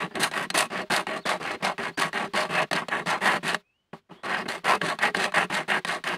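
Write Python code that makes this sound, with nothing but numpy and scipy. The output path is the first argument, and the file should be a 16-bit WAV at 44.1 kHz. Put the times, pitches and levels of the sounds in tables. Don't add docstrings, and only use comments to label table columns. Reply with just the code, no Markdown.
import sys
import numpy as np
from scipy import signal
from scipy.fft import rfft, irfft
from scipy.io import wavfile
from scipy.ndimage import uniform_filter1d, map_coordinates

SR = 44100
rng = np.random.default_rng(int(sys.argv[2]) if len(sys.argv) > 2 else 0)


def magnitude_from_level(level_db):
    exponent = np.asarray(level_db, float) / 20
    return 10 ** exponent


def dump(signal):
    limited = np.clip(np.atleast_2d(signal).T, -1, 1)
    pcm = np.round(limited * 32767).astype(np.int16)
    wavfile.write(sys.argv[1], SR, pcm)


N = 272097
RING_SIZE = 2 ** 14


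def unit(x):
    return x / np.sqrt(np.mean(x ** 2) + 1e-20)


def along(points, hz):
    f, value = np.transpose(points)
    return np.interp(np.log(hz + 1), np.log(f + 1), value)


def wobble(length, step):
    knots = rng.standard_normal(int(length / step) + 4)
    return map_coordinates(knots, [np.arange(length) / step])


def hiss(colour, db):
    noise = rfft(rng.standard_normal(N))
    gain = magnitude_from_level(along(colour, np.fft.rfftfreq(N, 1 / SR)))
    return magnitude_from_level(db) * unit(irfft(noise * gain, N))


def body(modes, force, vary_db, shift_hz):
    f = np.fft.rfftfreq(RING_SIZE, 1 / SR)
    gains = magnitude_from_level(vary_db * rng.standard_normal(len(modes)))
    shifts = shift_hz * rng.standard_normal(len(modes))
    power = 0
    for gain, shift, (centre, width, db) in zip(gains, shifts, modes):
        off_peak = (centre + shift) ** 2 - f * f
        power = power + (gain * magnitude_from_level(db) * f * width) ** 2 / (off_peak ** 2 + (f * width) ** 2)
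    skirt = 1 / (1 + (f / (1.3 * modes[-1][0])) ** 10) / (1 + (.75 * modes[0][0] / (f + 1)) ** 10)
    cepstrum = irfft(np.log(power * skirt + magnitude_from_level(along(force, f)) ** 2) / 2)
    cepstrum[1:RING_SIZE // 2] *= 2
    cepstrum[RING_SIZE // 2 + 1:] = 0
    response = np.exp(rfft(cepstrum))
    return response / np.sqrt(np.mean(abs(response) ** 2))


def ring(force, response):
    return irfft(rfft(force, RING_SIZE) * response, RING_SIZE)


def catches(length, per_second, spread_db, scrape):
    chance = rng.random(length)
    size = rng.standard_normal(length)
    noise = rng.standard_normal(length)
    kicks = (chance < per_second / SR) * magnitude_from_level(spread_db * np.clip(size, -2, 2)) * np.sign(noise)
    clumps = magnitude_from_level(1.2 * wobble(length, 220))
    return unit((unit(kicks) + scrape * noise) * clumps)


def stroke(s, length, full_s, db, sharp_db, parts, gain, fade, halt_s):
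    slow_s = length - halt_s
    full_s = np.clip(full_s, .002, slow_s - .002)
    fade_db = -fade * (slow_s - full_s)
    arm_db = db + np.array([-gain * full_s, 0, fade_db, fade_db])
    extra_db = dict(belly=(0.41 - 1) * (arm_db + 31), panels=0, rim=0.35 * sharp_db, steel=sharp_db)
    levels_db = {part: arm_db + np.array(parts[part]) + extra_db[part] for part in parts}
    edge = np.clip(0.1 + 0.18 * sharp_db, 0, 1)
    return s + np.array([0, full_s, slow_s, length]), levels_db, edge


# t/s, length/s, full speed after/s, level/dB, sharpness/dB
BACK_STROKES = [(0.0, 0.083, 0.0024, -34.5, -2.5), (0.312, 0.16, 0.044, -34, 3),
                (0.7, 0.15, 0.073, -35, -1.5), (1.069, 0.14, 0.061, -36.5, -1.5),
                (1.397, .18, 0.073, -36.5, 0), (1.78, 0.14, 0.081, -36, -1.2),
                (2.128, 0.16, 0.041, -34.5, -1.5), (2.489, 0.17, 0.1, -27.5, -3.5),
                (2.882, 0.16, 0.025, -33, -3), (3.206, 0.19, 0.06, -28, 1.3), (4.231, 0.22, 0.096, -34, -1),
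                (4.642, 0.14, 0.059, -27, 2.5), (4.986, 0.13, 0.046, -29, 0.9),
                (5.338, 0.13, 0.0083, -29.5, 0.3), (5.678, 0.13, 0.038, -30, 0.4),
                (6.039, 0.14, 0.028, -33, 1.5)]
BACK_PARTS = dict(belly=(-5, -10, -5.5, -9.5), panels=(-1.5, 0.5, 1, -33), rim=(-1, 4, 0.5, -28),
              steel=(-13, -11.5, -12, -46))


def pulls():
    return [stroke(*row, BACK_PARTS, gain=77, fade=39, halt_s=0.03) for row in BACK_STROKES]


# t/s, length/s, fullest after/s,
# level/dB, dies by/dB
LIGHT_TOUCHES = [(0.107, 0.028, 0.0055, -47.5, 18.5), (0.139, 0.061, 0.016, -46.5, -10),
                 (4.633, 0.023, .004, -50, 7), (4.801, 0.007, 0.0098, -51, 8),
                 (2.49, 0.013, 0.0045, -37, 11.5), (4.108, .02, .004, -47, 15),
                 (5.139, .008, .006, -46, 10), (0.507, 0.031, 0.0043, -29.5, 18),
                 (1.595, 0.025, 0.021, -46.5, 17), (3.929, .065, 0.0021, -35.5, 50.5),
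                 (4.09, 0.15, 0.013, -56.5, 17.5), (4.454, 0.026, 0.0043, -36, 39)]
TOUCHED_PARTS = dict(belly=3.4, panels=.1, rim=-1, steel=-18)


def touches():
    moves = []
    for s, length, full_s, db, dies_db in LIGHT_TOUCHES:
        t = np.linspace(0, length, num=8)
        arm_db = db - dies_db * np.abs(t - full_s) / length
        moves.append((s + t, {part: arm_db + v for part, v in TOUCHED_PARTS.items()}, 0))
    return moves


# t/s, length/s, full speed after/s, level/dB, sharpness/dB
AWAY_STROKES = [(0.195, 0.11, 0.051, -31.5, 6.5), (0.54, 0.14, 0.044, -30, 6),
                (0.898, 0.15, 0.052, -30.5, 2.5), (1.252, 0.14, 0.029, -29.5, -1.5),
                (1.623, 0.13, 0.029, -29.5, -4), (1.972, 0.14, 0.042, -30.5, 1.5),
                (2.334, 0.16, 0.044, -29.5, -3), (2.71, 0.15, 0.072, -32, -8),
                (3.057, 0.15, 0.049, -30, -3.5), (3.428, 0.15, 0.069, -33, 0.5),
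                (4.479, 0.13, 0.027, -36, 1.5), (4.81, 0.16, 0.087, -32, -3.5),
                (5.143, 0.17, 0.11, -29.5, -3.5), (5.497, 0.16, 0.062, -31.5, -3.5),
                (5.848, 0.16, 0.057, -32, -2)]
AWAY_PARTS = dict(belly=(2, -12.5, -9, -23.5), panels=(0.5, -.5, 0.5, -39), rim=(0, 3.5, -2.5, -32),
              steel=(-7, -4.5, -13, -41))


def pushes():
    return [stroke(*row, AWAY_PARTS, gain=60, fade=47, halt_s=0.046) for row in AWAY_STROKES]


# f/Hz, width/Hz, level/dB
BELLY_MODES = [(177.5, 20, 5), (223.3, 22, 0.5), (344, 89, -1.3), (392.7, 16, 5.1)]
PANEL_MODES = [(606, 22.3, 2), (715, 73, -2.5), (804, 92, -0.5), (1020, 320, -1), (1117, 32.6, 3)]
RIM_MODES = [(1360, 27, -2), (1604, 84, 4), (1734, 100, 2), (1873, 160, 2), (2112, 100, -2.5),
             (2585, 70, -1.5), (2843, 190, -7)]
STEEL_MODES = [(3600, 43, -6), (3900, 47, 5.5), (4170, 45, 8), (4417, 47, 6), (4710, 510, 0.5),
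               (5180, 26, -4.5), (6060, 70, -6.5), (6370, 22, -2.5), (8970, 180, -7.5), (9970, 390, -16.5)]
# f/Hz, level/dB
BELLY_COLOUR = [(20, -44), (80, -14.5), (170, -20), (450, -21.5), (600, -11.5), (1500, -79.5)]
PANEL_COLOUR = [(200, -57.5), (480, -38), (620, -6), (1200, -26), (1600, -8.5), (4000, -61.5)]
RIM_COLOUR = [(500, -45.5), (1100, -19.5), (1400, -0.5), (2300, -4), (3200, -15.5), (4200, -53),
              (8000, -52.5)]
STEEL_COLOUR = [(1500, -34.5), (3000, -4.5), (3600, 3.5), (5000, -10), (6000, -9.5), (9000, -7),
                (11500, -16.5), (13000, -27.5), (16000, -36)]
# t/s, damping/dB
PALM_PRESS = [(0, 0.5), (.6, -1), (1.2, -1.2), (1.8, 0.5), (2.4, -0.6), (2.8, 0.7), (3.3, -0.7), (3.5, 1.5),
              (3.95, -4), (4.3, -.6), (4.6, 1.2), (4.7, -3.5), (4.82, -0.3), (5.05, 0.8), (5.4, 1),
              (5.75, 2.5), (5.95, 0), (6.15, 1)]
PALM_SHARE = dict(belly=.3, panels=0.77, rim=-0.72, steel=0)


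def sawing():
    # part, modes, colour, chatter dB, mode variation dB, mode shift Hz
    bodies = [("belly", BELLY_MODES, BELLY_COLOUR, .8, 2.5, 14),
              ("panels", PANEL_MODES, PANEL_COLOUR, .9, 3.5, 14),
              ("rim", RIM_MODES, RIM_COLOUR, .9, 3.5, 14),
              ("steel", STEEL_MODES, STEEL_COLOUR, 1.9, 3.5, 40)]
    out = np.zeros(N + RING_SIZE)
    for s, levels_db, edge in pulls() + touches() + pushes():
        start = max(round(s[0] * SR), 0)
        t = (start + np.arange(SR // 4)) / SR
        bite = (1 - np.exp(-np.abs(t - s[0]) / 0.0018)) * (t < s[-1])
        stall_db = sum(row[4] * np.exp(-((t - row[0] - .016) / 0.015) ** 2) for row in SNAG_KICKS)
        force = bite * catches(len(t), per_second=2200, spread_db=3.0, scrape=0.73) * magnitude_from_level(-stall_db)
        tick = magnitude_from_level(-60 * np.arange(200) / SR / 0.0046)
        ticks = np.convolve(rng.random(len(t)) < 140 / SR, tick)[:len(t)]
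        damping_db = np.interp(t, *np.transpose(PALM_PRESS))
        travel = np.pi / 2 * np.clip((t - s[0]) / (s[-1] - s[0]), 0, 1)
        for part, modes, colour, chatter_db, vary_db, shift_hz in bodies:
            swing = uniform_filter1d(np.interp(t, s, magnitude_from_level(.5 * levels_db[part])), size=700) ** 2
            chatter = unit(magnitude_from_level(chatter_db * wobble(len(t), 492)))
            push = force * swing * magnitude_from_level(-PALM_SHARE[part] * damping_db) * chatter
            if part == "steel":
                push = push * (1 + 1.8 * ticks)
                push = push - edge * np.roll(push, 1)
            for share in np.cos(travel), np.sin(travel):
                out[start:start + RING_SIZE] += ring(push * share, body(modes, colour, vary_db, shift_hz))
    return out[:N]


# f/Hz, level/dB
AIR_COLOUR = [(20, -11), (90, 1), (200, -2), (320, -7), (3000, -15), (16000, -36)]
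# f/Hz, level/dB (per Hz)
RUSTLE_COLOUR = [(30, -4.5), (250, -7), (1000, -0.5), (4000, -5.5), (6000, -17.5), (16000, -29)]


def air(saw):
    busy = np.abs(signal.fftconvolve(saw ** 2, np.ones(1800) / 1800)[:N])
    gate = busy / (busy + magnitude_from_level(-100))
    rustle = magnitude_from_level(0.33 * wobble(N, 750)) * hiss(RUSTLE_COLOUR, -57.5)
    return hiss(AIR_COLOUR, -78) + gate * rustle


# t/s, length/s, from f/Hz, to f/Hz, level/dB
CLEAR_WHISTLES = [
    (3.635, .1, 2400, 2620, -72),
    (3.73, .1, 2640, 3020, -74),
    (3.83, .04, 2980, 3000, -87),
    (3.868, .06, 3050, 3180, -87),
    (1.197, .035, 4150, 4450, -56),
    (1.228, .036, 4500, 3230, -55),
    (1.93, .045, 3950, 4800, -63),
    (0.115, .03, 4500, 4900, -64),
    (1.015, .035, 3700, 3600, -58),
]
BLURRED_WHISTLES = [
    (4.105, .06, 2650, 3050, -63),
    (4.16, .065, 3050, 3400, -62),
    (4.0, .05, 2950, 3000, -88),
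]


def bird():
    out = np.zeros(N)
    settles = 2.6
    whistles = [(row, .3) for row in CLEAR_WHISTLES] + [(row, 1.1) for row in BLURRED_WHISTLES]
    for (s, length, from_hz, to_hz, db), blur in whistles:
        u = np.arange(round(length * SR)) / (length * SR)
        slide = (1 - np.exp(-settles * u)) / (1 - np.exp(-settles))
        phase = 2 * np.pi * np.cumsum(from_hz + (to_hz - from_hz) * slide) / SR
        level = np.sin(np.pi * u) ** .3 * magnitude_from_level(db + 2.5 + 3 * wobble(len(u), 400))
        out[round(s * SR):][:len(u)] += level * np.sin(phase + blur * wobble(len(u), 90))
    return out


# t/s, peak level/dB, f/Hz, steel level/dB (over peak), stall/dB (negative: surge)
SNAG_KICKS = [(0.154, -15, 2010, -13, -6), (0.313, -28.5, 716, -4, 4.5), (0.337, -11.5, 1840, -21, 4),
              (0.502, -9.5, 730, -10, 23), (0.548, -6.5, 2020, -20, -2.5), (0.906, -11.5, 624, -15, -2),
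              (1.068, -12.5, 1680, -22, -4.5), (1.78, -17, 1130, -20, -5), (2.13, -18, 1880, -16.5, -3.5),
              (2.712, -10.5, 744, -15.5, 3.5), (2.73, -7, 710, -11.5, -3.5),
              (2.884, -13.5, 574, -15.5, 11.5), (3.545, -6, 1185, -16, -4), (3.932, -34, 682, -33.5, 8),
              (4.235, -21, 1310, -31, -3), (4.486, -15.5, 1950, -9.5, 0), (4.815, -9, 1660, -20.5, -1),
              (4.988, -16.5, 1160, -15.5, 10.5), (5.147, -7, 1750, -19, -1),
              (5.321, -20.5, 1080, -18, -0.5), (5.358, -20, 1930, -8, -5), (5.501, -20, 815, -22, 2),
              (5.848, -9.5, 770, -15, 9), (6.039, -17.5, 1770, -13.5, 3.5)]


def snags():
    out = np.zeros(N + RING_SIZE)
    t = np.arange(1500) / SR
    for s, db, hz, steel_db, _ in SNAG_KICKS:
        jolt = rng.standard_normal(len(t)) * magnitude_from_level(-60 * t / 0.019) * (1 - np.exp(-t / 0.00089))
        jolt[4] = 1.64
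        wall_modes = PANEL_MODES + [(hz, 150, 6)] + RIM_MODES
        wall = magnitude_from_level(-4.5) * ring(jolt, body(wall_modes, PANEL_COLOUR, vary_db=0.5, shift_hz=15))
        belly = magnitude_from_level(-19) * ring(jolt, body(BELLY_MODES[:2], BELLY_COLOUR, vary_db=2, shift_hz=7.2))
        steel = magnitude_from_level(steel_db + 1) * ring(jolt, body(STEEL_MODES, STEEL_COLOUR, vary_db=1.5, shift_hz=5))
        out[round(s * SR):][:RING_SIZE] += magnitude_from_level(db) * (wall + belly + steel)
    return out[:N]


def yard(x):
    t = np.arange(SR // 3) / SR
    tail = rng.standard_normal(len(t)) * magnitude_from_level(-60 * t / 0.018) * (t > .003)
    return signal.fftconvolve(x, tail / np.linalg.norm(tail))[:N]


def scene():
    saw = sawing() + snags()
    return (saw + magnitude_from_level(-12.5) * yard(saw) + bird() + air(saw))[None]


def low_pass(x):
    return signal.sosfilt(signal.butter(12, 16480, fs=SR, output="sos"), x)


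def record(dry):
    kept = irfft(rfft(dry) * (np.fft.rfftfreq(N, 1 / SR) < 15700), N)
    return low_pass(kept)


dry = scene()
out = record(dry)
dump(out)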